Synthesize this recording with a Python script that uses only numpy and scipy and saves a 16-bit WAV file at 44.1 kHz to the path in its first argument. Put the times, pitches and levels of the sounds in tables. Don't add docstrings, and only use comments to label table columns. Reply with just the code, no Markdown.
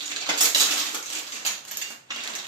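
import sys
import numpy as np
from scipy import signal
from scipy.fft import rfft, irfft
from scipy.io import wavfile

SR = 44100
rng = np.random.default_rng(int(sys.argv[2]) if len(sys.argv) > 2 else 0)


def bounce(signal):
    frames = np.transpose(np.atleast_2d(signal))
    limited = np.clip(frames, -1, 1)
    pcm = np.round(limited * 32767).astype(np.int16)
    wavfile.write(sys.argv[1], SR, pcm)


N = 109323
LEAD_IN_S = 0.1
SIZE = 4096
T, HZ = np.arange(SIZE) / SR, np.fft.rfftfreq(SIZE, 1 / SR)
MIC_GAP_M, SOUND_M_PER_S = 0.28, 343

# frequency in Hz, t60 in s, level in dB in an ordinary contact.
PIECE_MODES = [(2812,.13,-30),(6850,.018,-20),(12100,.03,-19)]


def amp(db):
    return 10 ** (np.asarray(db) / 20)


def unit(x):
    return x / np.sqrt(np.sum(x ** 2, -1, keepdims=True) + 1e-20)


def read(points, hz):
    f, value = np.transpose(points)
    return np.interp(np.log(hz + 1), np.log(f + 1), value)


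def add(mix, s, sound):
    start = max(round(s * SR), 0)
    part = mix[..., start:][..., :sound.shape[-1]]
    part += sound[..., :part.shape[-1]]


def colour(x, db):
    log_gain = np.log(amp(np.r_[db, db[-2:0:-1]]))
    min_phase = np.exp(np.conj(signal.hilbert(log_gain)))
    taps = np.fft.ifft(min_phase).real
    return signal.oaconvolve(x, taps[:SIZE // 2])[:len(x)]


def mode(hz, t60_s, t=T):
    return unit(np.sin(2 * np.pi * hz * t) * np.exp(-np.log(1000) * t / t60_s))


def contact(s, db, thud_db, knock_db, clack_db, treble_db, rattle_db, room_db):
    band_hz = (700, 2200, 3900, 6600, 11500)
    rise_s, crack_s, rattle_s = 0.00037, 0.00088, 0.0043
    bounces_per_s, pitch_spread = 1600, 0.0424

    t = T[:SIZE // 4]
    crack_envelope = (1 - np.exp(-t / rise_s)) * np.exp(-t / crack_s)
    crack = unit(rng.standard_normal(len(t)) * crack_envelope)
    impulses = rng.standard_normal(len(t)) * (rng.random(len(t)) < bounces_per_s / SR)
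    bounces = unit(impulses * np.exp(-t / rattle_s))
    blow = unit(crack + amp(rattle_db) * bounces)

    body = (t == 0).astype(float)
    pitches = 1 + pitch_spread * rng.standard_normal(len(PIECE_MODES))
    for (hz, t60_s, mode_db), pitch in zip(PIECE_MODES, pitches):
        body += amp(mode_db) * mode(hz * pitch, t60_s, t)

    bands = list(zip(band_hz, (thud_db, knock_db, clack_db, 0, treble_db)))
    spectrum = rfft(blow, SIZE) * rfft(body, SIZE) * amp(db + read(bands, HZ))
    return s, irfft(spectrum)[:SIZE // 2], room_db


def clatter(count=340, scatter_db=2.0, rattle_db=1, room_db=1):
    # time in s, mean relative level in dB,
    # then thud, knock, clack and treble in dB against the click.
    course = [(0.0, -31.5, 5, 4.5, 6, -3), (0.25, -36, 12, -1, 5, -12), (0.38, -26.5, 6, 9, 7, 0),
              (0.459, -17.5, 4, -6, -9, -8), (0.52, -66, -2, 0, 3, -4), (0.58, -20, -12, -16, -4, -1),
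              (0.68, -20.5, 9.5, 8.5, 1.5, -1.5), (0.8, -22, 0, 1, 0.5, -5.5), (0.88, -28, 8, 8, 2, 0.5),
              (1.0, -37, 0, 2, -5, -8), (1.08, -30, 5.5, -1, 6, -4), (1.17, -27, 6.5, 3.5, 4, -4),
              (1.25, -38.5, 10, 12, -1, -0.5), (1.35, -25.5, 1.5, -2, -4, -5.5), (1.43, -34, 7, 3, -2, -13),
              (1.5, -30.5, 7, 12.5, 5.5, -2), (1.6, -51, 16.5, -2, 12, 0), (1.68, -37.5, 9, 8, -2, 3),
              (1.74, -31, 1, 4, 2, -17), (1.86, -33.5, 6, -4, 1, -12), (1.92, -33, 12, 2.5, 1, 2),
              (1.96, -81, 13, 9, 2, -1), (2.093, -54.5, 24, 15, 11, -6), (2.11, -29.5, 4, 5, -3, -15),
              (2.25, -32, 11, 12, 6, -10.5), (2.36, -37.5, 11.5, 9.5, -9, -10),
              (2.48, -42, 4, 17, -3, -4.5)]
    position = (np.arange(count) + rng.random(count)) / count
    times = position * (N / SR + LEAD_IN_S) - LEAD_IN_S
    at, *columns = np.transpose(course)
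    levels, *bands = [np.interp(times, at, column) for column in columns]
    levels = levels + scatter_db * rng.standard_normal(count)
    return [contact(*row, rattle_db, room_db) for row in zip(times, levels, *bands)]


def floor_boom(x):
    # time in s, frequency in Hz, relative drive in dB.
    resonance = [(0,294,10),(.6,289,10),(.9,292,4),(1.2,311,6),(1.45,189,13.5),(1.7,200,13),(1.95,233.6,9),(2.12,235.5,18),(2.48,229,-3)]
    width_hz = 6.6
    at, *columns = np.transpose(resonance)
    t = np.arange(len(x)) / SR - LEAD_IN_S
    hz, db = [np.interp(t, at, column) for column in columns]
    turn = np.exp(2j * np.pi * np.cumsum(hz) / SR)
    r = np.exp(-np.pi * width_hz / SR)
    baseband = signal.lfilter([1 - r], [1, -r], amp(db) * x / turn)
    return 2 * (turn * baseband).real


def diffuse(z, hz):
    same = np.sinc(2 * hz * MIC_GAP_M / SOUND_M_PER_S)
    return np.array([z[0], same * z[0] + np.sqrt(1 - same ** 2) * z[1]])


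def room_response(delay_s=0.0013, early_s=0.0092, build_s=0.002, early_db=-3.5, taps_per_s=1000):
    # frequency in Hz, t60 in s.
    decay = [(100,0.15),(300,0.42),(1000,0.48),(3500,0.38),(7000,0.36),(14000,0.29)]
    t = np.arange(SR // 2) / SR
    late = np.maximum(t - delay_s, 0)
    hz, at, z = signal.stft(rng.standard_normal((2, len(t))), SR, nperseg=256)
    t60_s = read(decay, hz)[:, None]
    z = diffuse(z, hz[:, None]) * np.exp(-np.log(1000) * at / t60_s)
    noise = signal.istft(z, SR)[1][:, :len(t)]
    tail = unit(noise * (1 - np.exp(-late / build_s)))
    taps = rng.standard_normal(tail.shape) * (rng.random(tail.shape) < taps_per_s / SR)
    early = unit(taps * (late > 0) * np.exp(-late / early_s))
    return tail + amp(early_db) * early


def hush(rms_db=-62.5):
    # frequency in Hz, relative level in dB.
    noise_colour = [(25,-23),(60,-21),(130,3.5),(250,-7),(600,-4.5),(2000,-15),(8000,-14),(16000,-57)]
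    hz = np.fft.rfftfreq(N, 1 / SR)
    z = diffuse(rfft(rng.standard_normal((2, N))), hz) * amp(read(noise_colour, hz))
    return amp(rms_db) * np.sqrt(N) * unit(irfft(z, N))


def free_ring(s, pitch, *mode_db, room_db=-1):
    sound = np.zeros(SIZE)
    for (hz, t60_s, _), db in zip(PIECE_MODES, mode_db):
        sound += amp(db) * mode(hz * pitch, t60_s)
    return s, sound, room_db


def scene(path_count=5, direct_db=12, wet_db=13.5):
    # start in s, relative level in dB, thud, knock, clack and treble in dB
    # against the click, rattle in dB against the crack, relative room send in dB.
    hits = [(0.007, -32, -6, 16, 18.5, -9, -19, 0.5), (0.033, -27, -21, 4, -1.5, -11, 0, 2),
            (0.054, -22, -12, -4, -13, -16, 1, 8), (0.065, -26, -11, -5, -13, -11, 14, -2),
            (0.079, -19.5, -22, 1, 3, -11, 21, -5), (0.101, -22.5, 2.5, 1, -16, -10, -11, 6),
            (0.115, -22.5, -3, 10.5, 9, -9, -4, 1), (0.119, -20.5, 1, 10, 9, -10, -3, -11),
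            (0.162, -16.5, 4, 5.5, 4.5, -13, -2.5, 0), (0.175, -29, 12, -2, 0, -14, -4, 5.5),
            (0.203, -21, -9, -9, 5.5, -13, 13, 4), (0.221, -28, 8.5, 8, 7.5, -13, 4, 7),
            (0.23, -28, 7, 4, 9, -15, -3, -8), (0.26, -29.5, 3, 14, 19.5, -13, -13, 3.5),
            (0.266, -30, 16.5, 9, 11, -2, 2, 5), (0.2897, -13, 11.5, 8.5, 2.5, -12, 10, 3),
            (0.294, -16, 14, 4, 1, -1, 8, -2), (0.302, -21, 18.5, 11, 10, -12, -4, 2.5),
            (0.347, -29, 17, 7, 13, -5, -15, -2), (0.376, -10, -10, -19, -1, -5.5, 5, 3.5),
            (0.388, -27, -20, -8, -6, 1, 3, 2), (0.4077, -3, -7, -7, -3, 3.5, 4, 3.5),
            (0.4117, -2, -2.5, -1, -15, -7, 2.5, 0.5), (0.4241, -1.5, -16, -14, -10, -5, 16, -5),
            (0.433, -7.5, 2, -21, -2, 7.5, 7.5, 1), (0.445, -5.5, -11, -4, -2, -15, -4, 1),
            (0.456, -6.5, -2, -1, -2.5, 0, 11, 1.5), (0.5473, -6, 0, -1, 9.5, -1.5, -4, 0),
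            (0.553, -13.5, 0, -2, -13, -2, -7, 8.5), (0.5715, -8.5, -2.5, -3.5, -6, -2, -2, 4.5),
            (0.597, -5.5, -3.5, -9, 7, -1, 22, 1), (0.605, -8, -1, -2, -1, -4, 12, 4),
            (0.614, -7.5, 3.5, 4, 5, 0, -1, -1.5), (0.621, -9.5, 6, 2.5, -4, -2, 1, -0.5),
            (0.648, -12, 2, 1, 5, -3, -5, -4), (0.658, -28, 17, -9, 11, -5, -10, 7),
            (0.709, -14, 2.5, 5, 2, -4, -10, 5), (0.723, -15.5, 5, -1, 1, -1, 6, -3),
            (0.732, -15, 2, -6, -5, 0, -16, 2.5), (0.771, -21, 8, 6.5, 6, 0, 20, 7.5),
            (0.792, -22.5, -11, -6, 12, 4.5, -4, 6), (0.8, -18, 9.5, 3.5, 0.5, -7, -12, 5),
            (0.818, -29, -4, 2, 2, 6, -16, -10), (0.865, -18.5, 0, -5, 7, -2, 7, 0),
            (0.929, -20, 5, -13, -2, -5, -15, 1), (0.9451, -14, 5.5, 1.5, 1.5, 0.5, 2, 2),
            (0.974, -19.5, -5, 0, 1, -7, 2, -6), (1.0257, -16.5, -16, 3, -13, -11, 11, -2),
            (1.059, -20.5, -6, 3, -0.5, -9, -12, 2), (1.102, -14.5, -3, 0, -7, -11, -6, -1.5),
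            (1.126, -18, -8.5, 2, -1, -3, 1, 4), (1.153, -16.5, -7, 1, -7, -8, -8, 1.5),
            (1.16, -26, -7, 9, -3, -2, -20, 1), (1.183, -21.5, -1, -21, 3, -2, -3, 3.5),
            (1.267, -28, 1, -4, 9, -5, -2, 3.5), (1.32, -16.5, -6, -1, -4, -18, 11, 0.5),
            (1.355, -18, -1, 2.5, -5.5, -19, 1, 1), (1.45, -17.5, 6, -4, 9, -8, -12, 2),
            (1.454, -25, 3, 13, -6, 14, 2, 2), (1.4643, -10.5, -4, -1, 0, 0, 2.5, 3),
            (1.504, -23, 1, 5, -7, -1, -11, 2.5), (1.651, -27, 1, 0, 1, -3, 1, -5),
            (1.679, -30, 3.5, -3, -5.5, -6, -11, 10), (1.7123, -23, 4.5, 2, -1, -6, 15, 4.5),
            (1.7709, -14, -4.5, -3, -5, -4, -4, -2.5), (1.8154, -19.5, -8, 8, -1.5, -9, 2.5, 5.5),
            (1.903, -27, 12, 11, -14, 2, 8.5, 0), (2.1036, -23, 11.5, 18, 8, -24, 11, -1),
            (2.113, -30, 5, 15, 0, -12.5, -4, -3), (2.161, -23, 14, 4, 9, -8, -1.5, -5.5),
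            (2.204, -34, 1, 7, 18.5, -3, -5.5, 3.5), (2.237, -14, -8, -8, -7, -13, -18, -0.5),
            (2.2755, -15.5, -10, 0, 0, -5.5, -15, -8), (2.296, -23.5, 8, -2, -5, -11, 11, 6),
            (2.331, -32.5, 21.5, 15, 18, 3, 11, -1), (2.352, -17, 4.5, 4.5, -1, -6, -7.5, 2),
            (2.385, -26, 11, 1, 5.5, -7.5, 0, 5), (2.443, -31.5, 10, 4, 4.5, -5, -8, 2.5),
            (2.465, -29.5, 5, 0, 6, -5, 15, 1.5)]
    # start in s, pitch factor, relative level of each of three modes in dB.
    rings = [(1.7125,1,-55,-35,-21),(1.7714,.995,-50,-28,-17),(1.8165,.995,-22,-33,-31),(2.108,1,-20.5,-33,-55),(2.165,1,-28,-44,-55)]
    # time in s, lag of the left microphone in ms.
    place = [(0,.2),(.55,.2),(.8,0),(1.02,-.32),(1.45,-.34),(1.77,.09),(2.1,.18),(2.48,.25)]
    # frequency in Hz, gain in dB.
    wood = [(30,-52),(70,-24.5),(120,-28.5),(180,-12),(260,-4.5),(400,-11),(800,-7),(1300,-3.5),(2200,-1),(3300,2),(5200,0.5),(7400,4),(8700,-6.5),(11000,-10.5),(12400,0.5),(14800,-9),(15600,-19)]
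    # frequency in Hz, gain in dB.
    room_colour = [(100,-8),(400,5.5),(1500,1.5),(4000,1.5),(8000,1.5),(14000,-1.5)]

    rooms = [room_response() for _ in range(path_count)]
    quiet = hush()
    sounds = clatter() + [contact(*row) for row in hits] + [free_ring(*row) for row in rings]

    length = N + round(LEAD_IN_S * SR)
    direct, sends = np.zeros((2, length)), np.zeros((path_count, length))
    for k, (s, sound, room_db) in enumerate(sounds):
        lag_s = np.interp(s, *np.transpose(place)) / 1000
        add(direct[0], LEAD_IN_S + s + lag_s / 2, sound)
        add(direct[1], LEAD_IN_S + s - lag_s / 2, sound)
        add(sends[k % path_count], LEAD_IN_S + s, amp(room_db) * sound)

    wet = np.zeros((2, length))
    for send, room in zip(sends, rooms):
        wet += signal.fftconvolve(send[None], room, axes=1)[:, :length]
    wet += floor_boom(sends.sum(0))
    wet = np.array([colour(x, read(room_colour, HZ)) for x in wet])

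    mix = amp(direct_db) * direct + amp(wet_db) * wet
    return np.array([colour(x, read(wood, HZ))[-N:] for x in mix]) + quiet


def record(dry, ceiling=0.8, edge_hz=15900):
    # frequency in Hz, left minus right in dB.
    balance = [(100,-2.5),(500,-0.2),(1300,1),(2000,-0.5),(2700,-4),(4000,-7),(4700,-5.5),(5300,-0.5),(7000,-5),(8200,-8),(10000,-1.5),(11000,-11),(12600,-3),(15000,-3)]
    half_db = read(balance, HZ) / 2
    both = np.array([colour(dry[0], half_db), colour(dry[1], -half_db)])
    both = both / (1 + (both / ceiling) ** 4) ** 0.25
    low_pass = signal.firwin(301, edge_hz, window=("kaiser", 8), fs=SR)
    return signal.oaconvolve(both, low_pass[None], "same")


dry = scene()
out = record(dry)
bounce(out)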